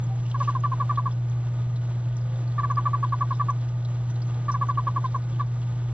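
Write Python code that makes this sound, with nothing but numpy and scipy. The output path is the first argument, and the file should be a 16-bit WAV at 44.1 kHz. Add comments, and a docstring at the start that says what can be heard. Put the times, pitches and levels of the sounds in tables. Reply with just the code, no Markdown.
"""Toad chirping over a glass tank

A small toad held over a glass tank chirps in three runs: each chirp is a short tone that rises and sags, carried
by its second harmonic, and leaves narrow air resonances ringing. A mains-driven pump hums over a low rumble, water
rushes, crackles and ticks, soft low tones swell and fade, and fingers scuff as sums of sines and coloured noise.
A single microphone feeds both channels, the left a little late."""
import sys
import numpy as np
from scipy import signal
from scipy.fft import rfft, irfft, next_fast_len
from scipy.io import wavfile
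from scipy.ndimage import map_coordinates

SR = 44100
rng = np.random.default_rng(int(sys.argv[2]) if len(sys.argv) > 2 else 0)


def store_pcm(level_fs):
    """Save levels as 16-bit WAV."""
    pcm = np.round(np.clip(level_fs, -1, 1) * 32767).astype(np.int16)
    wavfile.write(sys.argv[1], SR, np.atleast_2d(pcm).T)


N = 261492  # length in samples
MAINS_HZ = 60.02


def amp(db):
    """Decibel law: level in dB to amplitude gain."""
    return 10 ** (np.asarray(db) / 20)


def unit(x):
    """Power normalisation: x scaled to rms 1."""
    return x / np.sqrt(np.mean(x ** 2) + 1e-20)


def along(points, hz):
    """Logarithmic frequency scale: (Hz, value) points joined by straight lines on it."""
    f, value = np.transpose(points)
    return np.interp(np.log(hz + 1), np.log(f + 1), value)


def wobble(rate):
    """Band-limited fluctuation: a smooth random curve through rate knots a second."""
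    knots = rng.standard_normal(int(N * rate / SR) + 4)
    return map_coordinates(knots, [np.arange(N) * rate / SR])


def filtered(x, response):
    """Linear filtering: the spectrum of x times a complex response of frequency."""
    size = next_fast_len(N + SR // 2)
    spectrum = rfft(x, size) * response(np.fft.rfftfreq(size, 1 / SR))
    return irfft(spectrum, size)[..., :N]


def resonances(modes, f):
    """Damped oscillators: summed causal response of (centre Hz, width Hz, peak dB) modes."""
    return sum(amp(db) * 1j * f * width / (centre ** 2 - f * f + 1j * f * width)
               for centre, width, db in modes)


def noise(spectrum):
    """Spectral shaping: white noise given a colour of (Hz, relative dB per Hz), at rms 1."""
    return unit(filtered(rng.standard_normal(N), lambda hz: amp(along(spectrum, hz))))


def toad():
    """Source and filter: a gliding harmonic tone excites air resonances, which beat against it as it sags."""
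    # Each row: start in seconds, top pitch of the fundamental in Hz, nominal length in ms,
    # level in dB before the resonances, offset of the upper harmonics in dB
    chirps = [(0.343, 558, 24, -29.5, -47.5), (0.402, 569.4, 28.5, -26.5, -47),
              (0.475, 580, 31.6, -27, -47), (0.55, 545, 23, -26, -50), (0.636, 592, 33, -26.5, -47.5),
              (0.717, 543, 25, -26.5, -50), (0.799, 571, 31.6, -27, -49.5),
              (0.893, 597.6, 30, -26.5, -47.5), (0.973, 570, 29, -26, -49), (1.056, 564, 27, -26.5, -50.5),
              (2.579, 592, 33, -28.5, -44.5), (2.631, 588.5, 29, -28.5, -43), (2.699, 570, 26.7, -27, -46),
              (2.769, 585, 30, -26, -46), (2.854, 589.6, 29.6, -25, -47), (2.931, 581, 29, -26, -47.5),
              (3.027, 563.6, 27.6, -25.5, -48), (3.122, 564, 25.3, -25, -47.5),
              (3.207, 576, 29.3, -25.5, -47.5), (3.306, 555, 25, -26, -48.5), (3.396, 590, 30, -26, -46),
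              (3.484, 575, 28.7, -26, -48), (4.481, 592.5, 32.5, -27.5, -45.5), (4.54, 566, 26, -27.5, -46),
              (4.611, 574, 30, -26, -47), (4.686, 573, 30, -26, -47.5), (4.773, 567, 28.5, -25, -49.5),
              (4.868, 565.5, 23.7, -24.5, -46.5), (4.96, 565, 25.7, -25, -49),
              (5.041, 537, 23.7, -26, -49.5), (5.144, 557, 25, -26.5, -49.5), (5.395, 580, 28, -30, -47)]
    # Harmonics whose level varies from chirp to chirp. Each row: multiple of the fundamental, level in dB
    # before the chirp's own offset
    upper_harmonics = [(3, 2), (4, -11.5), (5, -28.5)]
    # Air resonances near the toad. Each row: centre in Hz, width in Hz, peak level in dB
    air_modes = [(1149.6, 25, 0), (1007, 31, -9.5)]
    low_hz = 492.2
    # Pitch: starting shortfall (share of the span above low_hz), then top time and sag time (shares of length)
    start_below, top_at, sag_over, sag_sharp = 0.56, 0.29, 0.43, 2.32
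    # Loudness: rise time in s, then onset (share of length) and depth in dB of the fade and the final dying
    attack_s, fade_from, fade_db, cut_from, cut_db = 0.002, 0.53, 7.5, 0.84, 25.5
    tail = 1.3  # each tone ends at this share of its nominal length

    voice = np.zeros(N + SR)
    air = noise([(1200, -37), (2200, -1.0), (4000, -6.0), (6000, -22.0)])
    for start, top_hz, ms, db, upper_db in chirps:
        u = np.arange(int(tail * ms * SR / 1000)) / (ms * SR / 1000)  # time in chirp lengths
        first = round(start * SR)

        rise = 1 - start_below * np.clip(1 - u / top_at, 0, 1) ** 2
        sag = np.exp(-(np.clip(u - top_at, 0, 1) / sag_over) ** sag_sharp)
        flutter = 1 + 0.0047 * np.interp(u, np.linspace(0, tail, 9), rng.standard_normal(9))
        pitch_hz = (low_hz + (top_hz - low_hz) * rise * sag) * flutter
        phase = 2 * np.pi * np.cumsum(pitch_hz) / SR

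        fade = fade_db * np.clip((u - fade_from) / (1 - fade_from), 0, 1) ** 2
        cut = cut_db * np.clip((u - cut_from) / (tail - cut_from), 0, 1)
        swell = amp(-fade - cut) * (1 - np.exp(-u * ms / 1000 / attack_s))

        upper = sum(amp(level + upper_db + 2.3 * u) * np.sin(k * phase) for k, level in upper_harmonics)
        rasp = air[first:][:len(u)]  # escaping air roughens the upper voice
        tone = np.sin(2 * phase) + amp(-20.5 - 9.9 * u) * np.sin(phase) + amp(-34.5) * rasp
        chirp = amp(db) * tone + upper * (1 + 0.091 * rasp)
        voice[first:][:len(u)] += np.sqrt(2) * swell * chirp
    return filtered(voice[:N], lambda f: 1 + resonances(air_modes, f))


def echo(x):
    """Diffuse reverberation: the glass walls answer with a tail falling 60 dB in 0.09 s."""
    t = np.arange(SR // 5) / SR
    tail = rng.standard_normal(len(t)) * amp(-60 * t / 0.09)
    return signal.fftconvolve(x, tail / np.linalg.norm(tail))[:N]


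def pump():
    """Mains-locked vibration: harmonics, the second far ahead, over an unsteady noise rumble."""
    # Each row: multiple of the mains frequency, level in dB at the start
    hum_harmonics = [(2, -25.5), (4, -59), (5, -61.5), (6, -61.5), (7, -64.5), (8, -65), (9, -65.5),
                     (10, -64), (11, -62), (13, -69), (19, -66.5)]
    # Colour of the rumble. Each row: frequency in Hz, relative level in dB per Hz
    rumble_colour = [(10, -16), (25, -17.5), (41, -5.5), (55, -15.5), (68, -6), (82, -12), (105, -4.5),
                     (135, -3), (180, -6.5), (195, -22), (260, -58)]
    hum_fade_db_per_s = 0.15

    t = np.arange(N) / SR
    phase = 2 * np.pi * MAINS_HZ * t
    tones = sum(amp(db + 0.081 * wobble(4.6)) * np.sin(k * phase + rng.uniform(0, 2 * np.pi))
                for k, db in hum_harmonics)
    hum = np.sqrt(2) * amp(-hum_fade_db_per_s * t) * tones
    rumble = amp(-40.5 + 0.5 * wobble(3.3)) * noise(rumble_colour)
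    return hum + rumble


def water():
    """Modulated flow noise: a patchy rush throbs with the pump stroke, beside a fine crackle and ticks."""
    # Colour of the rush before the tank. Each row: frequency in Hz, relative level in dB per Hz
    rush_colour = [(130, -43.5), (200, -9), (240, -13.5), (340, -4.5), (390, -13.5), (420, -13.5),
                   (920, -12), (1070, -20), (1370, -22.5), (2000, -23), (2700, -27), (4150, -27.5),
                   (4500, -32), (6200, -30), (7440, -28.5), (9000, -70)]
    # Tank resonances in the rush. Each row: centre in Hz, width in Hz, peak level in dB
    tank_modes = [(877, 28, -2.5), (1217, 59, 12), (1465, 30, 11.5), (1620, 12, 3.5), (1894, 12, 2),
                  (1877, 7.6, 5), (3360, 140, 3)]
    rush_db, crackle_start_db, crackle_db_per_s = -48.5, -64.5, 0.5

    t = np.arange(N) / SR
    throb_db = 1.6 * np.sin(np.pi * MAINS_HZ * t) ** 6  # one peak each mains cycle
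    stroke = amp(throb_db + 0.82 * wobble(9) + 1.1 * wobble(30))
    # the resonances add to the rush in power
    rush = filtered(noise(rush_colour), lambda f: np.sqrt(1 + np.abs(resonances(tank_modes, f)) ** 2))

    draw = rng.random(size=(900, 4))
    hz = 2900 + 3800 * draw[:, 1] ** 3.5
    size_db = -3 * np.log(draw[:, 2] + 0.02) - 9 * np.log2(hz / 3300)  # few large, higher ones weaker
    width_hz = 400 + 1200 * draw[:, 3] ** 2
    crackle = unit(ticks(draw[:, 0] * N / SR, size_db, hz, width_hz, 3 + 3 * draw[:, 3]))
    crackle_db = crackle_start_db + crackle_db_per_s * t
    return amp(rush_db) * stroke * unit(rush) + amp(crackle_db) * crackle + drips()


def drips():
    """Impulsive excitation: clear ticks at set moments, faint ones scattered at random."""
    # Each row: start in seconds, peak level in dB, centre in Hz, time to fall 10 dB in ms
    clear_ticks = [(0.034, -43, 6800, 11), (0.251, -46, 2900, 28), (0.312, -36.5, 3300, 5.5),
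                   (0.405, -52, 4650, 13), (0.446, -40, 2760, 16), (0.601, -45, 6370, 6),
                   (0.633, -41, 2880, 10), (0.956, -38, 3600, 6), (1.107, -43, 3450, 11),
                   (1.12, -47, 5200, 9), (1.296, -44.5, 6030, 6), (1.757, -43.5, 3800, 11),
                   (2.166, -39.5, 5920, 4.5), (2.357, -44.5, 3450, 7), (2.474, -46, 4270, 12),
                   (2.59, -43, 3790, 8), (2.711, -43.5, 6170, 8), (2.757, -40, 4900, 1.5),
                   (3.04, -43.5, 3380, 11), (3.091, -45, 4100, 3), (3.329, -42.5, 3700, 25),
                   (3.503, -37.5, 5980, 5.5), (3.848, -38, 3900, 8), (4.098, -45, 6200, 10),
                   (4.155, -46, 3960, 8), (4.218, -40.5, 4650, 11), (4.267, -47, 6370, 8),
                   (4.341, -44, 3900, 6), (4.49, -45.5, 3800, 10), (4.514, -35, 5800, 16),
                   (4.68, -43, 6030, 9), (4.712, -43, 3450, 2), (5.059, -41.5, 3730, 19),
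                   (5.322, -46.5, 3520, 13), (5.406, -42.5, 3730, 7)]
    width_hz = 380  # of the clear ticks; the faint ones are up to twice as wide
    faint_db, faint_low_hz, faint_high_hz, faint_ms = -50.5, 4300, 6600, 8.7

    start, db, hz, ms = np.transpose(clear_ticks)
    clear = ticks(start, db, hz, np.full(len(start), width_hz), ms)
    draw = rng.random(size=(22, 4))
    faint = ticks(draw[:, 0] * N / SR, faint_db + 5 * (draw[:, 1] - 0.5),
                  faint_low_hz + (faint_high_hz - faint_low_hz) * draw[:, 2],
                  width_hz * (1 + draw[:, 3]), np.full(len(draw), faint_ms))
    return clear + faint


def ticks(times, db, hz, width_hz, ms):
    """Resonant bursts: puffs of noise, falling 10 dB in ms, each pass a resonant band plus a weak, sharper copy
    of it."""
    t, f = np.arange(2048) / SR, np.fft.rfftfreq(2048, 1 / SR)
    decay = amp(-10 * t * 1000 / ms[:, None])
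    puff = rng.standard_normal((len(times), len(t))) * decay * (1 - np.exp(-t / 0.0016))
    damping = 1j * f * width_hz[:, None]
    band = damping / (hz[:, None] ** 2 - f * f + damping)
    band = band * (1.3 + 0.22 * band)
    band = band * f * f / (f * f + 2000 ** 2)  # thins out the lows
    wave = irfft(rfft(puff) * band)
    wave = wave / np.abs(wave).max(axis=1, keepdims=True) * amp(db[:, None])
    at = (times[:, None] * SR).astype(int) + np.arange(len(t))
    return np.bincount(at.ravel(), wave.ravel(), N + SR)[:N]


def fingers():
    """Friction noise: shifting fingers scuff in grainy bursts with bell-shaped loudness."""
    # Each row: middle in seconds, time from the middle to fall 10 dB in seconds, level at the middle in dB
    scuffs = [(.26, .07, -60), (.44, 0.081, -53.5), (.6, 0.067, -67.5)]
    # Colour of the scuffs. Each row: frequency in Hz, relative level in dB per Hz
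    skin_colour = [(1500, -22), (2800, -5.5), (4600, -11), (6200, -7.5), (7500, -17)]
    t = np.arange(N) / SR
    strokes = sum(amp(db - 10 * ((t - middle) / half) ** 2) for middle, half, db in scuffs)
    grain = amp(4.5 * wobble(60))
    return strokes * grain * noise(skin_colour)


def soft_tones():
    """Frequency and amplitude modulation: faint wavering sines swell and fade over half-sine arches."""
    # Each row: start in seconds, length in seconds, mean pitch in Hz, peak amplitude in dB before wavering
    low_tones = [(.09, 0.063, 790, -41), (0.373, 0.061, 563, -46), (2.14, 0.43, 532, -51.5)]
    t = np.arange(N) / SR
    total = np.zeros(N)
    for start, length, hz, db in low_tones:
        arch = np.sin(np.pi * np.clip((t - start) / length, 0, 1))
        phase = 2 * np.pi * np.cumsum(hz * (1 + 0.017 * wobble(12))) / SR
        total += amp(db + 0.86 * wobble(9.7)) * arch * np.sin(phase)
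    return total


def scene():
    """Superposition and phase delay: all sources sum to one signal, and the left channel lags the right."""
    left_lag_s = 2.75 / 44100
    call = toad()
    mono = call + amp(-15.0) * echo(call) + pump() + water() + soft_tones() + fingers()
    sides = np.array([[1], [-1]])  # left half the lag late, right half the lag early
    return filtered(mono, lambda f: np.exp(-1j * np.pi * f * left_lag_s * sides))


def record(dry):
    """Band limiting: a very steep zero-phase low-pass removes the top of the spectrum."""
    top_hz = 7590
    return filtered(dry, lambda hz: 1 / (1 + (hz / top_hz) ** 100))


dry = scene()
out = record(dry)
store_pcm(out)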